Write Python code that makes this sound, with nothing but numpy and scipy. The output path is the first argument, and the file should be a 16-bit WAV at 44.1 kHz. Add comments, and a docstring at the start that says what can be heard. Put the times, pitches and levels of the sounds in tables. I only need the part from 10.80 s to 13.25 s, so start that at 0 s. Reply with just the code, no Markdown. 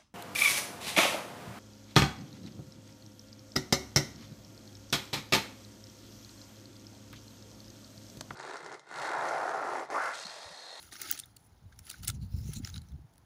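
"""At a shale outcrop, a hand shifts loose flakes close to the microphone.
The flakes slide over each other in a gritty rush, click, snap and briefly ring, and fingers brush the stone.
One piece is dragged out with a soft scrape, friction exciting its resonances.
The hand-held microphone rumbles and bumps, mostly in the second half, over quiet outdoor air."""
import sys
import numpy as np
from scipy import signal
from scipy.fft import rfft, irfft, next_fast_len
from scipy.io import wavfile
from scipy.ndimage import map_coordinates

SR = 44100
rng = np.random.default_rng(int(sys.argv[2]) if len(sys.argv) > 2 else 0)


def inscribe(sig):
    """Save sig as 16-bit PCM at rate SR to the path in sys.argv[1].

    A 1-D sig is mono; a 2-D sig holds one channel per row.
    Samples are clipped to [-1, 1] before scaling.
    """
    pcm = np.round(np.clip(np.atleast_2d(sig).T, -1, 1) * 32767)
    wavfile.write(sys.argv[1], SR, pcm.astype(np.int16))


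N = 108045

# Tone of the outdoor air: frequency_hz, gain_db
AIR_EQ = [(40, -15.5), (120, 8.5), (300, -3), (550, -9), (850, -3), (1100, -10.5), (1600, -12.5),
          (2400, -20), (6000, -24.5), (8300, -32.5), (10500, -25), (13200, -31), (15200, -23.5)]
# Fader ride of the microphone rumble: time_s, level_db
RUMBLE_FADER = [(0, -62.5), (.15, -69.5), (.27, -65), (.30, -59), (.38, -70), (.5, -65.5), (.62, -69.5),
                (.70, -63.5), (.80, -61.5), (.86, -54), (.92, -60), (1.0, -55), (1.14, -66), (1.21, -45.5),
                (1.27, -47.5), (1.35, -40.5), (1.44, -39.5), (1.50, -52.5), (1.545, -37.5), (1.62, -39.5),
                (1.71, -41.5), (1.742, -52), (1.765, -39), (1.84, -40.5), (1.88, -52), (1.96, -41.5),
                (2.02, -46.5), (2.05, -52.5), (2.11, -52.5), (2.135, -38.5), (2.19, -53.5), (2.245, -48.5),
                (2.27, -67), (2.45, -62.5)]
# Tone of the rumble: frequency_hz, gain_db
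RUMBLE_EQ = [(12, -28), (20, -28.5), (64, 2), (117, -0.5), (173, -8.5), (204, -10.5), (328, -29),
             (435, -40), (497, -35), (700, -59), (910, -46), (1540, -120)]
# Fader ride of the sliding rubble: time_s, level_db
SLIDE_FADER = [(0, -57), (.06, -59.5), (.11, -65), (.125, -49.5), (.18, -54.5), (.215, -45), (.30, -46),
               (.35, -47), (.385, -55), (.41, -60), (.45, -65), (.53, -76.5), (.58, -75), (.68, -75.5),
               (.88, -76.5), (.95, -70.5), (1.03, -70.5), (1.08, -55.5), (1.115, -53), (1.14, -57.5),
               (1.19, -61), (1.222, -67), (1.24, -50), (1.265, -61.5), (1.29, -40.5), (1.32, -65.5),
               (1.39, -78.5), (1.68, -65), (1.74, -59), (1.81, -69.5), (1.85, -56), (1.88, -51.5),
               (1.92, -63.5), (1.965, -53.5), (2.0, -71.5), (2.13, -74.5), (2.2, -79)]
# Tone of the rubble: frequency_hz, gain_db
SLIDE_EQ = [(120, -74), (200, -1), (334, 7.5), (491, -7), (867, 0.5), (1040, -15), (1300, 4), (1910, -5),
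            (2130, 0.5), (2330, -6), (3560, -1.5), (4350, -0.5), (5840, -2.5), (6760, -0.5), (7800, -17),
            (10700, -1), (12800, -18), (14000, -11), (15200, 0.5), (16000, -22)]
# Finger strokes over the stone: crest_s, half_length_s, level_db
FINGER_STROKES = [(0.012, 0.082, -62.5), (0.5, 0.038, -77), (0.602, 0.022, -75), (0.656, 0.022, -70),
                  (1.068, 0.034, -61.5), (1.192, 0.017, -68)]
# Tone of skin on stone: frequency_hz, gain_db
SKIN_EQ = [(1000, -10), (4000, -13), (7000, -6), (8500, -8), (10500, 7), (13000, -19), (15200, 1),
           (16000, -17)]
# Flakes striking or snapping, before the trims and life shares below:
# start_s, knock_db, clack_db, crack_db, fizz_db, ring_hz, ring_db, base_life_s
FLAKE_HITS = [(0.027, -50, -44, -43, -52, 10300, -47.5, 0.0045),
              (0.1212, -43, -63, -47, -68, 1820, -46, 0.031), (0.136, -51, -44, -64, -74, 8770, -48, 0.023),
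              (0.1419, -52, -69, -71.5, -73, 3700, -54, 0.039),
              (0.155, -62, -39, -78, -71.5, 1520, -47, 0.013),
              (0.162, -44, -45, -74, -76, 5570, -48.5, 0.05),
              (0.2145, -65, -35, -34.5, -60, 15170, -57, 0.042),
              (0.2165, -33.5, -55, -28, -53, 15400, -31, 0.0076),
              (0.298, -62.5, -33.5, -47, -54, 1630, -50, 0.037),
              (0.3061, -36, -29, -37, -52.5, 1440, -36, 0.0094),
              (0.3124, -52, -24, -21, -21, 15600, -14.5, 0.0083),
              (0.3242, -37.5, -32.5, -32, -49, 5750, -37, 0.021),
              (0.375, -46.5, -39, -39, -56, 3930, -46.5, 0.042),
              (0.3895, -48, -36, -38, -42, 9420, -39, 0.027),
              (0.397, -72, -32.5, -29.5, -41, 9600, -40, 0.025),
              (0.4349, -54.5, -60, -55, -90, 3620, -48, 0.05),
              (0.457, -67, -62, -69, -47, 9560, -55, 0.016),
              (0.5643, -64, -59, -45, -46, 4440, -56.5, 0.027),
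              (0.5672, -73, -47.5, -49.5, -67, 4400, -55, 0.02),
              (0.9233, -56.5, -57, -78, -84, 1580, -63.5, 0.067),
              (0.9897, -51, -47, -41, -46, 5500, -48, 0.021),
              (1.0665, -72, -49, -50, -59, 10400, -52, 0.025),
              (1.0949, -65, -44, -38, -50, 4570, -53, 0.015),
              (1.0991, -54, -34, -31.5, -34, 4490, -38.5, 0.023),
              (1.1115, -43, -42, -37, -40, 3930, -44, 0.024),
              (1.1405, -49.5, -68, -82, -72, 1510, -44, 0.038),
              (1.2256, -67, -65, -47, -60, 9000, -68, 0.016),
              (1.2315, -51, -42.5, -47, -57, 15000, -53, 0.08),
              (1.245, -68, -39, -48.5, -37, 9630, -55, 0.031),
              (1.25, -51.5, -50, -49, -51, 9500, -40, 0.013),
              (1.2745, -44, -30, -31.5, -39, 8800, -56, 0.08),
              (1.2795, -49, -26.5, -18, -23.5, 9540, -30, 0.014),
              (1.289, -66, -34, -26, -51, 8790, -37, 0.011),
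              (1.2984, -45, -28, -31, -35, 1370, -45.5, 0.03),
              (1.733, -53, -41, -43, -48, 10790, -43, 0.053),
              (1.8473, -39.5, -33.5, -56, -45, 5370, -34.5, 0.019),
              (1.8729, -38.5, -36, -60, -52, 7040, -46, 0.011),
              (1.8996, -72, -48, -54, -63, 6500, -47, 0.02), (1.941, -51, -42, -65, -56, 3870, -42, 0.019),
              (1.9598, -52, -40.5, -78.5, -75, 3930, -44, 0.011),
              (1.978, -51, -39.5, -61.5, -67, 4090, -47.5, 0.021),
              (2.017, -61, -56, -50.5, -79, 4100, -54, 0.015),
              (2.0856, -72, -58, -59.5, -63, 6040, -61, 0.02),
              (2.118, -66, -70, -65, -62, 3520, -66, 0.038), (2.336, -82, -65, -62, -66, 6500, -78, 0.029),
              (2.356, -82, -64, -62, -72, 4500, -88, 0.026),
              (2.379, -61.5, -57, -59.5, -55, 10280, -59.5, 0.017)]
# The knock, clack, crack and fizz bands of a hit: low_hz, high_hz
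HIT_BANDS = [(1230, 2250), (2600, 7000), (7000, 11600), (13800, 16000)]
# Dull bumps on the microphone, plus one low thud of the rubble's body at 0.331 s: start_s, envelope_peak_db,
# pitch_hz
LOW_THUDS = [(0.288, -56, 76.5), (.331, -49, 312), (0.852, -44, 82), (1.286, -29, 104), (1.344, -34, 125),
             (1.422, -34, 90), (1.532, -30, 83.3), (1.686, -30.5, 144), (1.69, -44, 377),
             (1.769, -38.5, 200), (1.798, -35, 242), (1.816, -36, 81), (2.005, -43.5, 77.7),
             (2.123, -41.5, 129), (2.187, -50.5, 280)]
# The move of the dragged piece: time_s, level_db, rub_hz
DRAG_MOVE = [(1.27, -120, 7230), (1.32, -83, 7165), (1.35, -59, 6556), (1.39, -78.5, 4580),
             (1.42, -61.5, 4300), (1.455, -65.5, 4280), (1.485, -79, 4640), (1.525, -67.5, 5120),
             (1.60, -61, 5190), (1.63, -63.5, 5365), (1.68, -55.5, 6380), (1.725, -56.5, 5870),
             (1.77, -49, 7040), (1.79, -55, 6980), (1.815, -88, 7110), (1.85, -70, 7070), (1.86, -56, 7100),
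             (1.90, -78, 6670), (1.95, -77, 6500), (2.0, -100, 6430)]
# Resonances of the dragged piece: pitch_hz, width_hz, gain_db
SLAB_MODES = [(2666, 1100, -3), (4100, 400, 2), (5930, 1000, -2.5), (7090, 280, -1), (8860, 1300, -5.5),
              (9920, 320, -2), (10900, 580, -3.5), (11830, 1300, -6), (15000, 730, 1.5)]

AIR_DB, TOP_HZ = -67, 15550
BRIGHT_HZ, BRIGHT_DB_PER_DB, BRIGHT_PIVOT_DB = 171, 0.19, -42.5  # the rumble's top rides the fader harder
GRAINS_PER_S, CHIPS_PER_S, CHIP_DB, DUST_GAIN = 2500, 800, -4.5, .75
BURST_TRIM_DB, RING_TRIM_DB = -6, 0.5
BURST_LIFE, RING_LIFE = 0.4, 0.44  # shares of a hit's base_life_s
WANDER, SHIMMER_DB = .008, 3.5  # drift of the slab's modes in pitch (share) and level
RASP_DB, RASPS_PER_S = 2.5, 900  # depth and rate of the sticking and slipping


def amp(db):
    """Decibels to gain."""
    return 10 ** (np.asarray(db) / 20)


def unit(x):
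    """Scale to rms 1."""
    return x / np.sqrt(np.mean(x ** 2) + 1e-20)


def curve(rows):
    """An automation line, one value per sample, through (time_s, value) points."""
    return np.interp(np.arange(N) / SR, *np.transpose(rows))


def wobble(rate):
    """Smooth random modulation, rate knots a second."""
    return map_coordinates(rng.standard_normal(int(N * rate / SR) + 4), [np.arange(N) * rate / SR])


def filtered(x, response):
    """Filter x with a gain given as a function of frequency."""
    size = next_fast_len(len(x) + 8192)
    return irfft(rfft(x, size) * response(np.fft.rfftfreq(size, 1 / SR)), size)[:len(x)]


def coloured(x, eq):
    """x through an EQ of (frequency_hz, gain_db) points, at rms 1."""
    points_hz, db = np.transpose(eq)
    return unit(filtered(x, lambda hz: amp(np.interp(np.log(hz + 1), np.log(points_hz + 1), db))))


def outdoor_air():
    """A quiet, steady bed of dark noise."""
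    return amp(AIR_DB) * coloured(rng.standard_normal(N), AIR_EQ)


def mic_rumble():
    """The hand-held microphone rumbles as the arm moves, brighter when stronger."""
    level_db = curve(RUMBLE_FADER)
    rumble = coloured(rng.standard_normal(N), RUMBLE_EQ)
    lows = filtered(rumble, lambda hz: 1 / (1 + (hz / BRIGHT_HZ) ** 6))
    lift_db = BRIGHT_DB_PER_DB * (level_db - BRIGHT_PIVOT_DB) + 1.4 * wobble(45.08)
    return (lows + (rumble - lows) * amp(lift_db)) * amp(level_db)


def grains(per_s, decay_cycles, top_hz, low_hz=1200, spread_db=3.2):
    """A cloud of tiny collisions, each a damped ping at a random time and pitch, at rms 1."""
    when, pitch, strength = rng.random((int(per_s * N / SR), 3)).T[:, :, None]
    t = np.arange(SR // 40) / SR
    hz = low_hz + (top_hz - low_hz) * pitch
    gain = amp(spread_db * np.minimum(-np.log(1 - strength), 4)) * np.sqrt(hz)  # a few stand out
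    pings = gain * np.sin(2 * np.pi * hz * t) * np.exp(-hz * t / decay_cycles) * (1 - t / t[-1])
    at = (when * N).astype(int) + np.arange(len(t))
    return unit(np.bincount(at.ravel(), pings.ravel(), N)[:N])


def sliding_rubble():
    """Countless dry collisions and fewer ringing chips over a hiss of dust."""
    grit = grains(GRAINS_PER_S, decay_cycles=4, top_hz=TOP_HZ)
    dust = DUST_GAIN * rng.standard_normal(N)
    chips = amp(CHIP_DB) * grains(CHIPS_PER_S, decay_cycles=40, top_hz=10000)
    return coloured(grit + dust + chips, SLIDE_EQ) * amp(curve(SLIDE_FADER) + 1.2 * wobble(160))


def finger_brushes():
    """Skin sweeps over the dusty flakes in faint, bright swells."""
    t = np.arange(N) / SR
    swells = sum(amp(db) * np.exp(-((t - crest_s) / half_s) ** 2)
                 for crest_s, half_s, db in FINGER_STROKES)
    return coloured(rng.standard_normal(N), SKIN_EQ) * swells * amp(2.6 * wobble(150))


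def crunch(t, decay_s, attack_s=.006, crest_s=.0017, rounding=1.3):
    """Envelope of a hit: grit gives way, rising 60 dB over attack_s and falling 60 dB over decay_s."""
    from_crest = np.maximum((crest_s - t) / attack_s, (t - crest_s) / decay_s)
    return amp(-60 * from_crest ** rounding)


def clink(t, hz, gap_share=.07, neighbour_db=-8):
    """A flake's main mode with three weaker, unevenly spaced neighbours, at rms 1."""
    ring = np.sin(2 * np.pi * hz * t)
    for step in (-1, 1, 2):
        neighbour_hz = hz * (1 + step * gap_share * rng.uniform(0.35, 1))
        ring += amp(neighbour_db) * np.sin(2 * np.pi * (neighbour_hz * t + rng.random()))
    return unit(ring)


def flake_hits(lead_s=.01):
    """Each hit is a burst of crowded, heavily damped modes in four bands, plus the flake's short clink."""
    out = np.zeros(N + SR)
    t = np.arange(SR // 10) / SR - lead_s  # room for the attack
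    filters = [signal.butter(5, band, btype="band", fs=SR, output="sos") for band in HIT_BANDS]
    for start_s, *band_db, ring_hz, ring_db, base_life_s in FLAKE_HITS:
        envelope = crunch(t, base_life_s * BURST_LIFE)
        hit = amp(ring_db + RING_TRIM_DB) * crunch(t, base_life_s * RING_LIFE) * clink(t, ring_hz)
        for sos, db in zip(filters, band_db):
            burst = signal.sosfilt(sos, rng.standard_normal(len(t)) * envelope)
            hit += amp(db + BURST_TRIM_DB) * burst * np.linalg.norm(envelope) / np.linalg.norm(burst)
        out[int((start_s - lead_s) * SR):][:len(t)] += hit
    return out[:N]


def rock_scatter(x, t60_s=.075, onset_s=.0083, send_db=-20):
    """A short, weak tail of reflections off the outcrop."""
    t = np.arange(SR // 4) / SR
    tail = rng.standard_normal(len(t)) * amp(-60 * t / t60_s) * (1 - np.exp(-t / onset_s))
    return amp(send_db) * signal.fftconvolve(x, tail / np.linalg.norm(tail))[:N]


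def low_thuds(attack_cycles=1.1):
    """Low thuds a few cycles long: soft bumps on the microphone, and one thud of the rubble's body."""
    out, t = np.zeros(N + SR), np.arange(SR // 8) / SR
    for start_s, db, hz in LOW_THUDS:
        age = hz * t / attack_cycles  # 1 at the crest
        envelope = amp(db) * (age * np.exp(1 - age)) ** 2
        out[int(start_s * SR):][:len(t)] += envelope * np.sin(2 * np.pi * (hz * t + rng.random()))
    return out[:N]


def resonance(hz, width_hz):
    """Noise ringing in one resonance whose centre may glide, at rms 1."""
    a, b = (filtered(rng.standard_normal(N), lambda f: 1 / (1 + (1.5 * f / width_hz) ** 2))
            for _ in range(2))
    phase = 2 * np.pi * np.cumsum(hz) / SR
    return unit(a * np.cos(phase) + b * np.sin(phase))


def dragged_slab(rub_db=-1):
    """Friction excites the piece's wandering resonances and one that glides with the point of contact."""
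    level_db = curve([(s, db) for s, db, _ in DRAG_MOVE])
    rub_hz = curve([(s, hz) for s, _, hz in DRAG_MOVE])
    body = sum(resonance(hz * (1 + WANDER * wobble(15)), width_hz) * amp(db + SHIMMER_DB * wobble(24.95))
               for hz, width_hz, db in SLAB_MODES)
    rub = amp(rub_db) * resonance(rub_hz * (1 + WANDER * wobble(40)), width_hz=650)
    roughness_db = 1.77 * wobble(120) + RASP_DB * wobble(RASPS_PER_S)
    return unit(unit(body) + rub) * amp(level_db + roughness_db)


def scene():
    """Mono mix of air, handling noise and shale; only the hits feed the rock's reflections."""
    hits = flake_hits()
    shale = sliding_rubble() + finger_brushes() + hits + rock_scatter(hits) + dragged_slab()
    return (outdoor_air() + mic_rumble() + low_thuds() + shale)[None]


def record(dry):
    """A steep high cut on the whole mix."""
    return np.array([filtered(x, lambda hz: 1 / np.sqrt(1 + (hz / TOP_HZ) ** 120)) for x in dry])


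dry = scene()
out = record(dry)
inscribe(out)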